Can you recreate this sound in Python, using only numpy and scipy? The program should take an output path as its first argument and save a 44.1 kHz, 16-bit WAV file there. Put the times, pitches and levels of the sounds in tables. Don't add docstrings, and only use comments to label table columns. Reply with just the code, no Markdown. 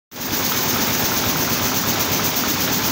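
import sys
import numpy as np
from scipy import signal
from scipy.fft import rfft, irfft
from scipy.io import wavfile
from scipy.ndimage import uniform_filter1d

SR = 44100
rng = np.random.default_rng(int(sys.argv[2]) if len(sys.argv) > 2 else 0)


def output_pcm(signal):
    pcm = np.clip(np.atleast_2d(signal).T, -1, 1) * 32767
    wavfile.write(sys.argv[1], SR, np.round(pcm).astype(np.int16))


def volts(x):
    e = np.asarray(x, float) / 20
    return 10 ** e


N = 128331
TIME_S = np.arange(N) / SR
PICK_S, FIRST_PICK_S, NEIGHBOUR_PICK_S = 0.11975, 0.0805, 0.125


def evened(x):
    return x / np.sqrt(np.mean(x ** 2) + 1e-20)


def colour(x, points):
    point_hz, point_db = np.transpose(points)
    hz = np.fft.rfftfreq(len(x), 1 / SR)
    gain_db = np.interp(np.log(hz + 1), np.log(point_hz + 1), point_db)
    return irfft(rfft(x) * volts(gain_db), len(x))


def hiss(points, patchy_db, flicker_db):
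    frames = N // 128 + 5
    real, imag, patches = rng.standard_normal((frames, 257, 3)).T
    patches = uniform_filter1d(patches, size=8, axis=0)
    patches = evened(uniform_filter1d(patches, size=10, axis=1))
    flicker = evened(uniform_filter1d(rng.standard_normal(frames), size=2))
    z = (real + 1j * imag) * volts(patchy_db * patches + flicker_db * flicker)
    noise = signal.istft(z, nperseg=512, noverlap=384)[1][:N]
    return evened(colour(noise, points))


def valve(pick_s, first_s, opens_s, rise_s, open_s, release_s, level_db):
    since_s = (TIME_S - first_s - opens_s) % pick_s
    rise = np.minimum(since_s / rise_s, 1)
    release = np.exp(-np.maximum(since_s - open_s, 0) / release_s)
    return volts(level_db) * rise * release


def ring(modes):
    t = np.arange(3000) / SR
    sines = sum(volts(db - 60 * t / t60_s) * np.sin(2 * np.pi * hz * t) for hz, db, t60_s in modes)
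    return sines * np.minimum(t / 0.00091, 1)


def struck(clicks, modes):
    return signal.oaconvolve(clicks, ring(modes))[:N]


def strikes(times_s, level_db):
    out = np.zeros(N)
    at = np.round(np.asarray(times_s) * SR).astype(int)
    gain = volts(level_db) * np.ones(len(at))
    np.add.at(out, at[at < N], gain[at < N])
    return out


def picks(delay_s, spread_db, jitter_s):
    late, loud = rng.standard_normal((24, 2)).T
    times_s = FIRST_PICK_S + delay_s + PICK_S * np.arange(24) + jitter_s * late
    return strikes(times_s, spread_db * loud)


# opens_s (after pick), rise_s, open_s, release_s, level_db
VALVES = [
    (0.0024, 0.0086, .029, 0.0092, 0.8),
    (-0.0047, 0.008, 0.073, 0.012, -3),
    (0.101, .004, 0.0088, 0.0066, -10),
]
# freq_hz, level_db (per Hz)
MAIN_JET = [(2000, -10), (3600, -5.5), (5000, -10.5), (6300, -3), (9000, -12), (11500, -3.5), (16000, -4)]
RELAY_JET = [(1500, -25), (3500, -12), (5000, -4), (9000, -1.2), (12000, -4), (16000, -3)]
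STRETCH_JET = [(1500, -12), (3000, -11), (6000, 3), (9000, 3), (12000, -20), (16000, -8)]


def nozzles():
    jets = zip(VALVES, (MAIN_JET, RELAY_JET, STRETCH_JET))
    blasts = sum(valve(PICK_S, FIRST_PICK_S, *timing) * hiss(jet, patchy_db=0, flicker_db=0.7)
                 for timing, jet in jets)
    return volts(-24) * blasts


# start_s, peak_db
BEATS = [(0.282, -21), (0.3996, -15), (0.519, -12.5), (0.6389, -22), (0.7598, -14), (0.879, -17),
         (0.9975, -16), (1.1183, -13), (1.2367, -14), (1.3588, -15), (1.476, -14), (1.5963, -15),
         (1.717, -13.5), (1.8373, -15.5), (1.9556, -15), (2.075, -15), (2.1944, -9), (2.3164, -21),
         (2.4357, -12.5), (2.5541, -19), (2.6748, -17), (2.7948, -20)]
# pitch_hz, level_db, t60_s
REED_MODES = [(1150, -6, .016), (1290, 0.1, .022), (1480, -2, .02), (1700, -10, .012)]
# pitch_hz, level_db, t60_s
PILE_MODES = [(3555, -1, 0.01), (3750, -5.5, 0.034), (3360, -2, 0.022)]


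def reed():
    start_s, peak_db = np.transpose(BEATS)
    knock = np.zeros(N)
    for mode in REED_MODES:
        chance = rng.standard_normal(len(start_s))
        clicks = strikes(start_s + 0.00032 * abs(chance), peak_db - 3.5 + 0.74 * chance)
        knock += struck(clicks, [mode])
    pile_s = FIRST_PICK_S + 0.0825 + 3 * PICK_S * np.arange(8)
    pile = strikes(pile_s, -22.5 + 1.6 * rng.standard_normal(8))
    return knock + struck(pile, PILE_MODES)


# pitch_hz, width_hz, level_db
FRAME_MODES = [(123, 12.6, 1.5), (169, 31, -8), (249.6, 10.4, 4.5), (282, 40, -2.5), (351, 86, -9),
               (420, 20, -5.5), (535, 96, -10), (822, 80, -15)]


def frame():
    one_pick = rng.standard_normal(round(PICK_S * SR))
    shake = evened(signal.oaconvolve(picks(0, 1.1, 0.0001), one_pick)[:N])
    shake = shake + 0.41 * rng.standard_normal(N)
    hz = np.fft.rfftfreq(N, 1 / SR)
    body = sum(volts(db) / (1 + 2j * (hz - mode_hz) / width_hz) for mode_hz, width_hz, db in FRAME_MODES)
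    return volts(-33) * evened(irfft(rfft(shake) * body, N))


# delay_s (after pick), pitch_hz, width_s, level_db
THUMPS = [
    (.0388, 244, .0018, -22.5),
    (0.01224, 252, .003, -26.5),
    (.087, 110, 0.0058, -33.5),
    (.118, 87, 0.0014, -21),
]


def thumps():
    t = np.arange(-1000, 1001) / SR
    out = np.zeros(N)
    for delay_s, pitch_hz, width_s, level_db in THUMPS:
        burst = np.cos(2 * np.pi * pitch_hz * t) * np.exp(-0.5 * (t / width_s) ** 2)
        out += signal.oaconvolve(picks(delay_s, 1.8, 0.00025), volts(level_db) * burst, "same")
    return out


# pitch_hz, level_db, t60_s
SHAFT_MODES = [(604, -3, 0.027), (834, -1.1, 0.048), (1025, 5, 0.018), (1633, -4.5, 0.038),
               (2272, 2, 0.019), (2890, -17, 0.02), (3530, 0.5, 0.0092)]


def shafts():
    delay_s, spread_s, peak_per_s = 0.1, 0.014, 1500
    from_peak_s = (TIME_S - FIRST_PICK_S - delay_s + PICK_S / 2) % PICK_S - PICK_S / 2
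    rate_per_s = peak_per_s * (0.12 + np.exp(-0.5 * (from_peak_s / spread_s) ** 2))
    size = volts(3.4 * np.minimum(rng.exponential(1, N), 2.5)) * rng.choice([-1, 1], N)
    hits = size * (rng.random(N) < rate_per_s / SR)
    which = rng.integers(0, len(SHAFT_MODES), N)
    rattle = sum(struck(hits * (which == k), [mode]) for k, mode in enumerate(SHAFT_MODES))
    return volts(-36.5) * evened(rattle)


# pitch_hz, level_db, t60_s
CUTTER_MODES = [(8500, -4.5, .03), (7200, -4, 0.022), (3500, 7, 0.011), (2510, 5, 0.014)]


def cutter():
    return volts(-26) * struck(picks(0.106, 1.2, 0.00091), CUTTER_MODES)


def hall(x):
    t60_s, gap_s = 0.27, 0.006
    t = np.arange(SR // 2) / SR
    echoes = rng.choice([-1., 1.], len(t)) * (rng.random(len(t)) < 0.05)
    tail = echoes * volts(-60 * t / t60_s) * (t > gap_s)
    return x + volts(-5.5) * signal.oaconvolve(x, tail / np.linalg.norm(tail))[:N]


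# opens_s, rise_s, open_s, release_s, level_db
NEIGHBOUR_VALVE = (-0.0094, 0.0037, 0.029, 0.031, 0.1)
# freq_hz, level_db (per Hz)
NEIGHBOUR_JET = [(3000, -29), (8000, -1), (12500, -13), (14500, 2), (16000, -7)]
# time_s, neighbour_db, hall_hiss_db
WALK = [(0.1, -0.5, 0), (1.0, -0.5, 0.1), (1.9, -1.7, -0.1), (2.9, -0.5, 0.1)]


def neighbour():
    time_s, neighbour_db, _ = np.transpose(WALK)
    level = volts(-27.5 + np.interp(TIME_S, time_s, neighbour_db))
    flow = valve(NEIGHBOUR_PICK_S, 0, *NEIGHBOUR_VALVE)
    return level * flow * hiss(NEIGHBOUR_JET, patchy_db=0, flicker_db=1.5)


# freq_hz, level_db (per Hz)
LEAK = [(2000, -23.5), (4000, 0.5), (8000, -1), (12000, -3), (16000, -3.5)]


def leak():
    time_s, _, hall_hiss_db = np.transpose(WALK)
    level = volts(-28.5 + np.interp(TIME_S, time_s, hall_hiss_db))
    return level * hiss(LEAK, patchy_db=0.25, flicker_db=0.3)


# freq_hz, level_db (per Hz)
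ROAR = [(15, -55), (25, -32), (87, -4.5), (236, -1), (430, -5), (494, -8.5), (724, -8), (816, -7.5),
        (3000, -13.5), (3900, -19), (6600, -120)]
# time_s, roar_db
SURGE = [(.1, .3), (.35, -.3), (.55, -.8), (.85, 1.2), (1.1, -.3), (1.3, .8), (1.55, .3), (1.8, -1.2),
         (2.1, 1.1), (2.35, -.4), (2.6, .3), (2.9, .2)]


def roar():
    floor_db = ROAR[-1][1]
    spectrum = ROAR[:-1] + [(2800, floor_db), (9000, floor_db - 14)]
    level = volts(-25 + np.interp(TIME_S, *np.transpose(SURGE)))
    return level * hiss(spectrum, patchy_db=1.0, flicker_db=0.9)


def scene():
    knocks = hall(reed() + shafts() + cutter())
    mono = nozzles() + knocks + frame() + thumps() + neighbour() + leak() + roar()
    return np.array([mono, mono])


def dropouts(x):
    per_s, low_hz, high_hz = 8, 9000, 11700
    hz, t, z = signal.stft(x, SR, nperseg=1024)
    for place, when, length in rng.random((round(per_s * N / SR), 3)):
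        centre_hz = low_hz + place * (high_hz - low_hz)
        in_band = abs(hz - centre_hz) < 340
        in_time = abs(t - when * N / SR) < 0.012 + 0.008 * length
        z[np.ix_(in_band, in_time)] *= 0.05
    return signal.istft(z, SR, nperseg=1024)[1][:N]


def low_pass(x):
    return signal.sosfilt(signal.butter(12, 17100, fs=SR, output="sos"), x)


# freq_hz, gain_db
PORT = [(2800, -0.51), (4500, 3.5), (6450, 5.5), (7000, -1), (8200, -11.5), (9500, -13.5), (13900, -5),
        (14650, 8)]
# time_s, gain_db
FADE = [(.114, -22), (.122, -18.5), (.15, -15), (.165, -8), (.19, -7.5), (.22, -5.5), (.3, -2.5),
        (.36, 0.5), (.45, 1.2)]


def record(dry):
    low_cut_hz, limit, start_s, edge_hz = 59, 0.74, 0.1146, 15760
    low_cut = signal.butter(3, low_cut_hz, "high", fs=SR, output="sos")
    mono = signal.sosfilt(low_cut, colour(dry[0], PORT))
    mono = dropouts(limit * np.tanh(mono / limit))
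    mono = mono * volts(np.interp(TIME_S, *np.transpose(FADE))) * (TIME_S > start_s)
    band_edge = signal.firwin(1023, edge_hz, window=("kaiser", 9), fs=SR)
    mono = signal.oaconvolve(mono, band_edge, "same")
    return low_pass(np.array([mono, mono]))


dry = scene()
out = record(dry)
output_pcm(out)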